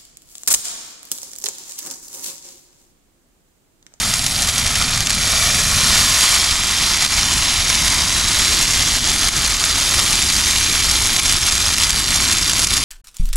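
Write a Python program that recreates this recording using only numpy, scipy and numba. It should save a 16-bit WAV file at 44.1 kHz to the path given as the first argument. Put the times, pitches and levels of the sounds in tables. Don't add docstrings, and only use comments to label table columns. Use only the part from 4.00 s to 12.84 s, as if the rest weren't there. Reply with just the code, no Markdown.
import sys
import numpy as np
from scipy import signal
from scipy.fft import rfft, irfft, next_fast_len
from scipy.io import wavfile
from scipy.ndimage import uniform_filter1d, minimum_filter1d, map_coordinates
from numba import njit

SR = 44100
rng = np.random.default_rng(int(sys.argv[2]) if len(sys.argv) > 2 else 0)


def wav_out(sig):
    wavfile.write(sys.argv[1], SR, np.round(np.clip(np.atleast_2d(sig).T, -1, 1) * 32767).astype(np.int16))


N = 389844

# (time [s], blaze level [dB])
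BLAZE = [(0.0, -19), (0.27, -21.5), (0.42, -20.5), (0.68, -19.5), (0.8, -19.5), (0.92, -20), (1.05, -22),
         (1.17, -19.5), (1.3, -16), (1.68, -17), (1.95, -13.5), (2.1, -15.5), (2.23, -13), (2.4, -16),
         (2.62, -17.5), (3.3, -16.5), (4.2, -16.5), (4.55, -15.5), (5.33, -17.5), (5.57, -17.5),
         (5.8, -16.5), (7.3, -17.5), (8.05, -18), (8.18, -18), (8.84, -19.5)]
# (time [s], power share of smooth sizzle [0-1])
STEAM = [(0, .33), (1.15, .23), (1.3, .6), (2.6, .45), (4.6, .44), (6.5, .33), (7.4, .2)]
# (time [s], draught level [dB])
DRAUGHT = [(0, -34), (.5, -31), (1.2, -31.5), (1.75, -29.5), (2.1, -31.5), (2.28, -34), (2.9, -33),
           (3.4, -28.5), (3.57, -31), (3.8, -27.5), (4.5, -29), (4.85, -26.5), (5.2, -28), (5.38, -27),
           (5.65, -29), (7.2, -27), (8.84, -28)]
# (time [s], gain [dB])
TREBLE = [(0, 3.5), (.45, 4.5), (.8, 0), (1.3, 0.5), (2.1, 1), (2.36, 0.5), (2.55, -1.5), (4.5, -1),
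          (6, 0.5), (8.84, 2)]

# (middle [s], width at half height [s], lift [dB])
FLARES = [(.385, .03, 1.5), (.428, .025, 2), (.495, .03, 2.5), (.585, .03, 1), (.766, .025, 2),
          (.81, .04, 2), (1.45, .1, 1), (1.602, .025, 2), (1.99, .03, 1), (2.235, .04, 1), (2.35, .035, 2),
          (2.87, .15, 1), (3.035, .05, 2), (3.182, .04, 2), (3.75, .05, 1.2), (3.875, .04, 1.5),
          (4.42, .12, 1), (4.62, .04, 1.5), (4.825, .03, 2), (5.105, .05, 2), (5.25, .06, 1.5),
          (5.445, .03, 2), (5.993, .03, 2.5), (6.125, .025, 1), (6.49, .05, 2), (6.582, .03, 2),
          (6.82, .04, 1.2), (6.905, .03, 1.5), (6.953, .025, 2.5), (7.18, .04, 1.5), (7.298, .03, 2.5),
          (7.33, .025, 2), (7.479, .03, 2.5), (7.527, .02, 1.5), (7.66, .07, 1.5), (7.83, .025, 2),
          (8.15, .06, 2.5), (8.23, .06, 1.5), (8.385, .03, 1.5), (8.43, .02, 2), (8.315, .05, 2),
          (8.49, .035, 2.5), (8.615, .07, 3), (8.725, .035, 2), (8.772, .025, 3)]
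# (middle [s], width at half height [s], change [dB])
DIPS = [(.215, .04, -2), (.316, .05, -1), (.528, .035, -3), (1.05, .03, -1.5), (2.6, .06, -1),
        (2.99, .025, -2), (3.091, .05, -1.6), (3.638, .04, -2), (4.064, .03, -2.3), (4.244, .04, -2.2),
        (4.665, .03, -1.5), (5.018, .05, -3), (5.576, .04, -3), (5.753, .035, -1.5), (6.436, .04, -1.5),
        (7.108, .04, -1.3), (7.154, .018, -2.5), (7.215, .02, -1), (7.768, .028, -2.5), (7.927, .025, -3),
        (8.045, .06, -2.5), (8.454, .035, -2), (8.663, .016, -4), (8.801, .022, -3)]
# (time [s], level before colouring [dB], ring [Hz], tearing re first break [dB])
SNAPS = [(0.1387, -8, 6000, 4), (0.1934, -13.5, 5000, -4), (0.2417, -13, 6300, -1), (0.2638, -8.5, 6000, 2),
         (0.4268, -12.5, 5000, 0), (0.4886, -13, 4400, 1), (0.5806, -12.5, 5600, 0),
         (0.6648, -13, 5000, -3), (0.8234, -11.5, 4000, -4), (0.9756, -13.5, 5200, -6),
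         (1.0059, -11.5, 4800, -6), (1.0708, -9, 5400, -3), (1.0958, -14, 5000, -2), (1.1045, -6, 5200, -1),
         (1.1475, -12.5, 6000, 5), (1.5453, -11, 5000, -2), (2.5107, -11, 3900, -6),
         (3.0224, -10.5, 5900, 3), (3.0484, -11.5, 4200, -3), (3.7014, -11, 5000, -4),
         (3.8803, -10, 5400, -1), (5.2845, -12, 4200, -4), (5.3651, -13, 5500, 3), (5.6397, -10, 4600, -4),
         (5.9417, -10, 5500, 0), (5.992, -9.5, 4300, 0), (6.1295, -10, 6300, -6), (6.1553, -11.5, 5000, -3),
         (6.2182, -11, 5000, -3), (6.3004, -11, 4600, 2), (6.3648, -11.5, 5000, -3),
         (6.5838, -10.5, 5000, -2), (6.9126, -10.5, 5000, -2), (7.0723, -7, 7500, -7),
         (7.1325, -12, 7500, -1), (7.164, -7.5, 4800, -1), (7.2558, -11.5, 5200, 1),
         (7.2951, -9.5, 5000, 3), (7.5237, -11.5, 5000, -2), (7.7824, -7, 6200, -5),
         (7.835, -8.5, 5800, -2), (7.9046, -6, 6500, -1), (7.9931, -12.5, 6000, 0), (8.1592, -8, 5900, 3),
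         (8.3134, -10.5, 6500, 0), (8.3259, -11, 5700, -2), (8.496, -8, 4900, 1), (8.5339, -9.5, 5500, -2),
         (8.5933, -10, 4000, -1), (8.6455, -6, 5000, -2), (8.6716, -7, 5200, 0), (8.7679, -11, 5600, 7)]
# (time [s], pulse level [dB])
NEEDLES = [(.4981, 2), (2.5565, 2), (2.6361, 0), (2.7058, 1), (2.8001, 0), (2.9469, 0), (2.9735, 1),
           (3.0646, 3.5), (3.4243, 0), (3.535, 0), (3.7012, 1), (3.9366, 0), (4.1054, 1.5), (4.2944, 0),
           (4.6551, 3), (4.7353, 0), (4.8339, 2), (4.9861, 2.5), (5.1187, 2), (5.1628, 3.5), (5.2912, 7),
           (5.383, 1.5), (5.3921, 2.5), (5.4812, 0), (5.5071, 1), (6.0026, 3), (6.394, 0), (6.4155, 2),
           (6.8079, 2), (7.1327, 2), (7.2013, 3), (7.3847, 3.5), (7.426, 0), (7.5624, 3), (7.7288, 0),
           (7.7462, 3), (7.9009, 1), (8.1212, -1), (8.3875, 2), (8.5184, 2), (8.5345, 1.5), (8.5515, 1),
           (8.5745, 0), (8.7805, 2)]
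# (time [s], level [dB])
PUFFS = [(.795, -22), (.96, -22.5), (3.38, -27), (1.59, -27), (1.765, -24.5), (2.0, -26), (2.11, -23),
         (2.52, -28), (4.6, -26), (5.385, -23)]
# (middle [s], width at half height [s], ring [Hz], lift [dB])
HOLLOWS = [(.7, 1.2, 740, 4.5), (1.2, 2.9, 2330, 3), (1.65, 1.7, 1440, 4), (3.852, 0.71, 990, 3.5),
           (4.2, .8, 554, 2), (4.55, 0.77, 2070, 1.5)]

# (frequency [Hz], relative density [dB per Hz])
LEAF_COLOUR = [(1500, -34), (2300, -3), (2650, -8), (3400, -0.5), (5200, -0.5), (7500, -2), (8200, -7),
               (9100, -6.5), (9900, -3.5), (11500, -11.5), (14200, -21), (15000, -74)]
TICK_COLOUR = [(300, -12.5), (900, 2.5), (2000, 1.5), (3500, 4), (7500, 1.5), (10500, -11.5), (12000, -19),
               (14500, -31), (15500, -40)]
NEEDLE_COLOUR = [(300, -18), (1200, -2), (2500, 1), (4500, 0), (7500, -3.5), (10500, -7), (12500, -14),
                 (14300, -21), (15500, -36)]
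SNAP_COLOUR = [(300, -6), (1200, 1), (7500, 0.5), (8400, -3.5), (10300, -1), (12000, -11), (14300, -19),
               (15500, -30)]
TWIG_COLOUR = [(200, -28), (350, -2.5), (480, -7.5), (660, -3.5), (820, -6.5), (1000, -3.5), (1300, 0.5),
               (1550, -2.5), (2100, -0.5), (2650, -3.5), (3500, -5), (6000, -46)]
PUFF_COLOUR = [(20, -8), (45, 0), (85, 0), (125, -4), (200, -16), (400, -45)]
RUMBLE_COLOUR = [(8, -13), (22, 1), (45, 1.5), (75, 0.5), (105, -3.5), (160, -19), (400, -68)]
FLUTTER_COLOUR = [(70, -18), (125, -1), (185, -2.5), (260, -2), (340, -6), (480, -14.5), (1200, -44)]
BOOM_COLOUR = [(60, -14), (115, 0), (165, -1), (235, 0.5), (275, -5.5), (330, -12), (450, -13), (800, -44)]

# (frequency [Hz], level [dB])
TILT = [(60, 0.5), (110, 0), (200, 0.9), (380, -2.5), (700, -2), (1290, -1.0), (2380, -1.5), (4400, -1.2),
        (8120, 0.5), (15000, 1.0)]
# (frequency [Hz], phase [rad])
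LEAD = [(100, -0.051), (1700, 0.19), (2600, -0.98), (4400, -0.49), (4800, -0.0093), (6700, 0),
        (7400, -0.74), (10000, 0.41)]
# (frequency [Hz], gain [dB])
WIDTH = [(60, -39), (150, -29), (330, -16), (500, -10), (800, -17.5), (1700, -15.5), (2700, -30),
         (4400, -14.5), (4900, -24), (6600, -23), (7400, -11.5), (8800, -10.5), (10500, -23), (12500, -1.5)]

LEAF_DB, TICK_DB, TWIG_DB, TWIG_FADE_DB_PER_S = -0.86, -5.5, -9, 0.15
SURGE_DB, SURGES_PER_S = 0.4, 26
TREBLE_HZ = 8450
NEEDLES_PER_S, NEEDLE_DB, NEEDLE_SCATTER_DB = 12, -5.5, 1.3
SNAPS_PER_S = 3
SNAP_MEAN, SNAP_SCATTER = (2, 4800, -3), (1.2, 1000, 3)
PUFF_S = .03
RUMBLE_DB, RUMBLE_LUMPS_DB = -1.5, 1.4
FLUTTER_DB, FLUTTER_LUMPS_DB, FLUTTER_FOLLOWS = -36, 0.82, 0.65
BOOM_DB, BOOM_LUMPS_DB, BREAKOUT_S, BREAKOUT_FADE_S = -35, 2.4, 2.11, .5
HOLLOW_WIDTH_HZ, COLOUR_DRIFT_DB = 170, 1.1
CLIMB_START_S, CLIMB_S, TOP_SHARE = 1.64, 0.78, 0.31
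SHORT_FLAME_BOUNCE, GROWN_S = .5, 6
RECOVERY_DB_PER_S, TOP_HZ = 130, 15700


def leaves(heat_db, flurry_db, steam):
    pitches_hz = np.geomspace(1600, 11000, num=600)
    shapes = cracks(pitches_hz, sharpness=.9, splinter_db=-1, splinter_t60_s=.005,
                    scatter_db=-3, scatter_t60_s=.04)
    bursts = crackle(shapes, rate_per_s=2700, spread_db=6, range_db=14, clumping_db=flurry_db)
    bursts = coloured(bursts, LEAF_COLOUR)
    sizzle = coloured(noise_pair() * amp(.5 * flurry_db), LEAF_COLOUR)
    mix = np.sqrt(1 - steam) * bursts + np.sqrt(steam) * sizzle
    return amp(heat_db + LEAF_DB) * evened(mix, seconds=.046)


def brightened(x):
    treble = filtered(x, lambda hz: 1 - 1 / (1 + (hz / TREBLE_HZ) ** 8))
    return x + (amp(curves(TREBLE)[0]) - 1) * treble


def ticks(heat_db, flurry_db, steam):
    pitches_hz = np.geomspace(1600, 8000, num=200)
    shapes = cracks(pitches_hz, sharpness=.4, splinter_db=-3, splinter_t60_s=.003,
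                    scatter_db=-9, scatter_t60_s=.015)
    sparse = crackle(shapes, rate_per_s=360, spread_db=5, range_db=6.5, clumping_db=flurry_db)
    return amp(heat_db + TICK_DB) * (1 - steam) * coloured(sparse, TICK_COLOUR)


def needles(steam):
    chance_s = dry_moments(steam, NEEDLES_PER_S)
    chance_db = rng.normal(NEEDLE_DB, NEEDLE_SCATTER_DB, len(chance_s))
    s, db = np.vstack([NEEDLES, np.column_stack([chance_s, chance_db])]).T
    lean = .5 * rng.standard_normal(len(s))
    pulses = np.zeros((2, N))
    pulses[:, (s * SR).astype(int)] = -amp(db) * [np.ones(len(s)), lean]
    colour = lambda hz: amp(along(NEEDLE_COLOUR, hz))
    return filtered(pulses, colour) / colour(np.arange(SR // 2)).mean()


def snaps(rows, size=1024):
    s, db, ring_hz, tear_db = np.transpose(rows)
    t = np.arange(size) / SR
    noise = rng.standard_normal((len(s), 4, size)).transpose(1, 0, 2)
    split = ring(noise[:2] * amp(-60 * t / .0045), ring_hz, sharpness=.8)
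    split = np.tanh(2 * split / np.abs(split).max(axis=-1, keepdims=True))
    tear = ring(noise[2:] * (1 - np.exp(-t / .001)) * amp(-60 * t / .022), ring_hz, sharpness=.8)
    shapes = energy_one(split) + amp(tear_db[:, None]) * energy_one(tear)
    sizes = amp(db) * np.sqrt(.003 * SR) / np.linalg.norm(shapes[0], axis=-1)
    reports = stamp(shapes, np.arange(len(s)), (s * SR).astype(np.int64), sizes, N)
    return filtered(reports, lambda hz: amp(along(SNAP_COLOUR, hz)))


def lesser_snaps(heat_db, steam):
    s = dry_moments(steam, SNAPS_PER_S)
    over_db, ring_hz, tear_db = (SNAP_MEAN + rng.standard_normal((len(s), 3)) * SNAP_SCATTER).T
    return np.column_stack([s, heat_db[(s * SR).astype(int)] + over_db, ring_hz, tear_db])


def twigs(heat_db, flurry_db, steam):
    pitches_hz = np.geomspace(700, 4000, num=400)
    shapes = cracks(pitches_hz, sharpness=1.02, splinter_db=0, splinter_t60_s=.0058,
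                    scatter_db=0, scatter_t60_s=.033)
    pops = crackle(shapes, rate_per_s=1700, spread_db=4, range_db=4.5, clumping_db=.53 * flurry_db)
    pops = coloured(pops, TWIG_COLOUR)
    rush = coloured(noise_pair() * amp(flurry_db), TWIG_COLOUR)
    mix = np.sqrt(1 - steam) * pops + np.sqrt(steam) * rush
    level_db = heat_db + TWIG_DB - TWIG_FADE_DB_PER_S * np.arange(N) / SR
    return amp(level_db) * evened(mix, seconds=.069)


def puffs():
    t = np.arange(N) / SR
    swell = sum(amp(db) * np.exp2(-np.minimum(2 * ((t - s) / PUFF_S) ** 2, 20)) for s, db in PUFFS)
    return swell * evened(coloured(noise_pair(), PUFF_COLOUR), seconds=PUFF_S)


def flames():
    draught_db, = curves(DRAUGHT)
    rumble_db = draught_db + RUMBLE_DB + RUMBLE_LUMPS_DB * wobble(12)
    rumble = amp(rumble_db) * evened(coloured(noise_pair(), RUMBLE_COLOUR), seconds=.2)
    flutter_db = FLUTTER_DB + FLUTTER_FOLLOWS * (draught_db - draught_db.mean())
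    flutter_db = flutter_db + FLUTTER_LUMPS_DB * wobble(20)
    flutter = amp(flutter_db) * evened(coloured(noise_pair(), FLUTTER_COLOUR), seconds=.12)
    shut_in = np.clip((BREAKOUT_S - np.arange(N) / SR) / BREAKOUT_FADE_S + .5, 0, 1)
    boom = shut_in * amp(BOOM_DB + BOOM_LUMPS_DB * wobble(23)) * coloured(noise_pair(), BOOM_COLOUR)
    return rumble + flutter + boom


def ground(x, seat_delay_s=.00153, seat_drift=.00005, top_delay_s=.001063, seat_bounce=.58, top_bounce=.15):
    top, t = climbed(), np.arange(N) / SR
    soft = filtered(x, lambda hz: 1 / (1 + (hz / 2000) ** 2))
    late = lambda delay_s: np.array([np.interp(t - delay_s, t, channel) for channel in soft])
    from_seat = (1 - top) * seat_bounce * late(seat_delay_s + seat_drift * t)
    top_gain = top_bounce + SHORT_FLAME_BOUNCE * np.maximum(1 - t / GROWN_S, 0)
    return x + from_seat + top * top_gain * late(top_delay_s)


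def climbed():
    progress = np.clip((np.arange(N) / SR - CLIMB_START_S) / CLIMB_S, 0, 1)
    return np.clip(TOP_SHARE + (1 - TOP_SHARE) * progress, 0, 1)


def hollows(x):
    hz, s, z = signal.stft(x, SR, nperseg=1024)
    lift_db = sum(db * np.outer(bell(hz, ring_hz, HOLLOW_WIDTH_HZ), bell(s, middle, width))
                  for middle, width, ring_hz, db in HOLLOWS)
    drift = rng.standard_normal(z.shape[1:])
    for _ in range(2):
        drift = uniform_filter1d(uniform_filter1d(drift, size=4, axis=0), size=20, axis=1)
    drift_db = COLOUR_DRIFT_DB * unit(drift) * (hz > HOLLOW_WIDTH_HZ)[:, None]
    return signal.istft(z * amp(lift_db + drift_db), SR, nperseg=1024)[1][:, :N]


def ports(pair):
    mid, side = pair[0], filtered(pair[1], lambda hz: amp(along(WIDTH, hz)))
    shade = lambda hz: amp(along(TILT, hz) / 2) * np.exp(1j * along(LEAD, hz) / 2)
    return filtered(np.array([mid + side, mid - side]), lambda hz: np.array([shade(hz), 1 / shade(hz)]))


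def cracks(ring_hz, sharpness, splinter_db, splinter_t60_s, scatter_db, scatter_t60_s, size=768):
    t = np.arange(size) / SR
    noise = rng.standard_normal((len(ring_hz), 4, size)).transpose(1, 0, 2)
    toughness, dryness, lean = rng.standard_normal((3, len(ring_hz), 1))
    tearing = amp(-60 * t / (splinter_t60_s * np.exp(toughness / 2)))
    splinters = energy_one(noise[:2] * np.abs(noise[:2]) * tearing)
    scatter = energy_one(noise[2:] * amp(-60 * t / scatter_t60_s))
    push = amp(splinter_db + 1.45 * toughness) * splinters + amp(scatter_db) * scatter
    push[0, :, :1] += 1
    push[1, :, :1] += lean
    return ring(push, ring_hz, sharpness * np.exp(dryness))


def crackle(shapes, rate_per_s, spread_db, range_db, clumping_db):
    count = int(rate_per_s * N / SR)
    starts = rng.integers(0, N, count)
    sizes_db = spread_db * rng.standard_normal(count) + clumping_db[starts]
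    large_db = range_db * np.tanh(np.maximum(sizes_db, 0) / range_db)
    sizes = amp(large_db + np.minimum(sizes_db, 0)) * rng.choice([-1, 1], count)
    return stamp(shapes, rng.integers(0, shapes.shape[1], count), starts, sizes, N)


def ring(push, ring_hz, sharpness):
    f, centre = np.fft.rfftfreq(push.shape[-1], 1 / SR), ring_hz[:, None]
    damping = 1j * f * centre / sharpness
    return irfft(rfft(push) * np.sqrt(sharpness) * damping / (centre ** 2 - f ** 2 + damping))


@njit
def stamp(shapes, which, starts, sizes, length):
    out = np.zeros((2, length))
    for i in range(len(starts)):
        for j in range(min(shapes.shape[2], length - starts[i])):
            out[0, starts[i] + j] += sizes[i] * shapes[0, which[i], j]
            out[1, starts[i] + j] += sizes[i] * shapes[1, which[i], j]
    return out


def dry_moments(steam, rate_per_s):
    chance = np.cumsum((1 - steam) ** 3)
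    return np.searchsorted(chance, rng.random(int(rate_per_s * N / SR)) * chance[-1]) / SR


def swells(rows):
    t = np.arange(N) / SR
    change_db = np.zeros(N)
    for s, width, db in rows:
        near = slice(*np.searchsorted(t, [s - 2 * width, s + 2 * width]))
        change_db[near] += db * bell(t[near], s, width)
    return change_db


def bell(x, middle, width):
    return np.exp2(-np.minimum((2 * (x - middle) / width) ** 2, 20))


def evened(x, seconds):
    width = max(int(seconds * SR), 1)
    power = uniform_filter1d(uniform_filter1d(x[0] ** 2, width), width)
    return x / np.sqrt(np.abs(power) + 1e-9)


def noise_pair():
    return rng.standard_normal((2, N))


def wobble(knots_per_s):
    knots = rng.standard_normal(int(N * knots_per_s / SR) + 4)
    return map_coordinates(knots, [np.arange(N) * knots_per_s / SR])


def curves(rows):
    s, *cols = np.transpose(rows)
    return [np.interp(np.arange(N) / SR, s, c) for c in cols]


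def coloured(x, spectrum):
    return unit(filtered(x, lambda hz: amp(along(spectrum, hz))))


def filtered(x, response):
    m = next_fast_len(N + SR // 4)
    return irfft(rfft(x, m) * response(np.fft.rfftfreq(m, 1 / SR)), m)[..., :N]


def along(points, hz):
    f, v = np.transpose(points)
    return np.interp(np.log(hz + 1), np.log(f + 1), v)


def amp(db):
    return 10 ** (np.asarray(db) / 20)


def unit(x):
    return x / np.sqrt(np.mean(x ** 2) + 1e-20)


def energy_one(x):
    return x / np.linalg.norm(x, axis=-1, keepdims=True)


def scene():
    steam = np.clip(curves(STEAM)[0], 0, 1)
    flurry_db = (1 - steam) * (1.15 * wobble(70) + 1.5 * wobble(200))
    surge_db = SURGE_DB * (1 - steam) * wobble(SURGES_PER_S)
    heat_db = curves(BLAZE)[0] + swells(FLARES) + swells(DIPS) + surge_db
    inside = brightened(leaves(heat_db, flurry_db, steam))
    inside = inside + ground(twigs(heat_db, flurry_db, steam) + flames())
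    surface = ticks(heat_db, flurry_db, steam) + needles(steam)
    surface = surface + snaps(SNAPS) + snaps(lesser_snaps(heat_db, steam))
    return ports(hollows(inside) + surface + puffs())


def record(dry):
    over_db = 20 * np.log10(np.maximum(np.abs(dry).max(axis=0), 1))
    recovered_db = RECOVERY_DB_PER_S * np.arange(N) / SR
    needed = amp(recovered_db - np.maximum.accumulate(over_db + recovered_db))
    gain = uniform_filter1d(minimum_filter1d(needed, size=13), size=13)
    return filtered(dry * gain, lambda hz: hz < TOP_HZ)


dry = scene()
out = record(dry)
wav_out(out)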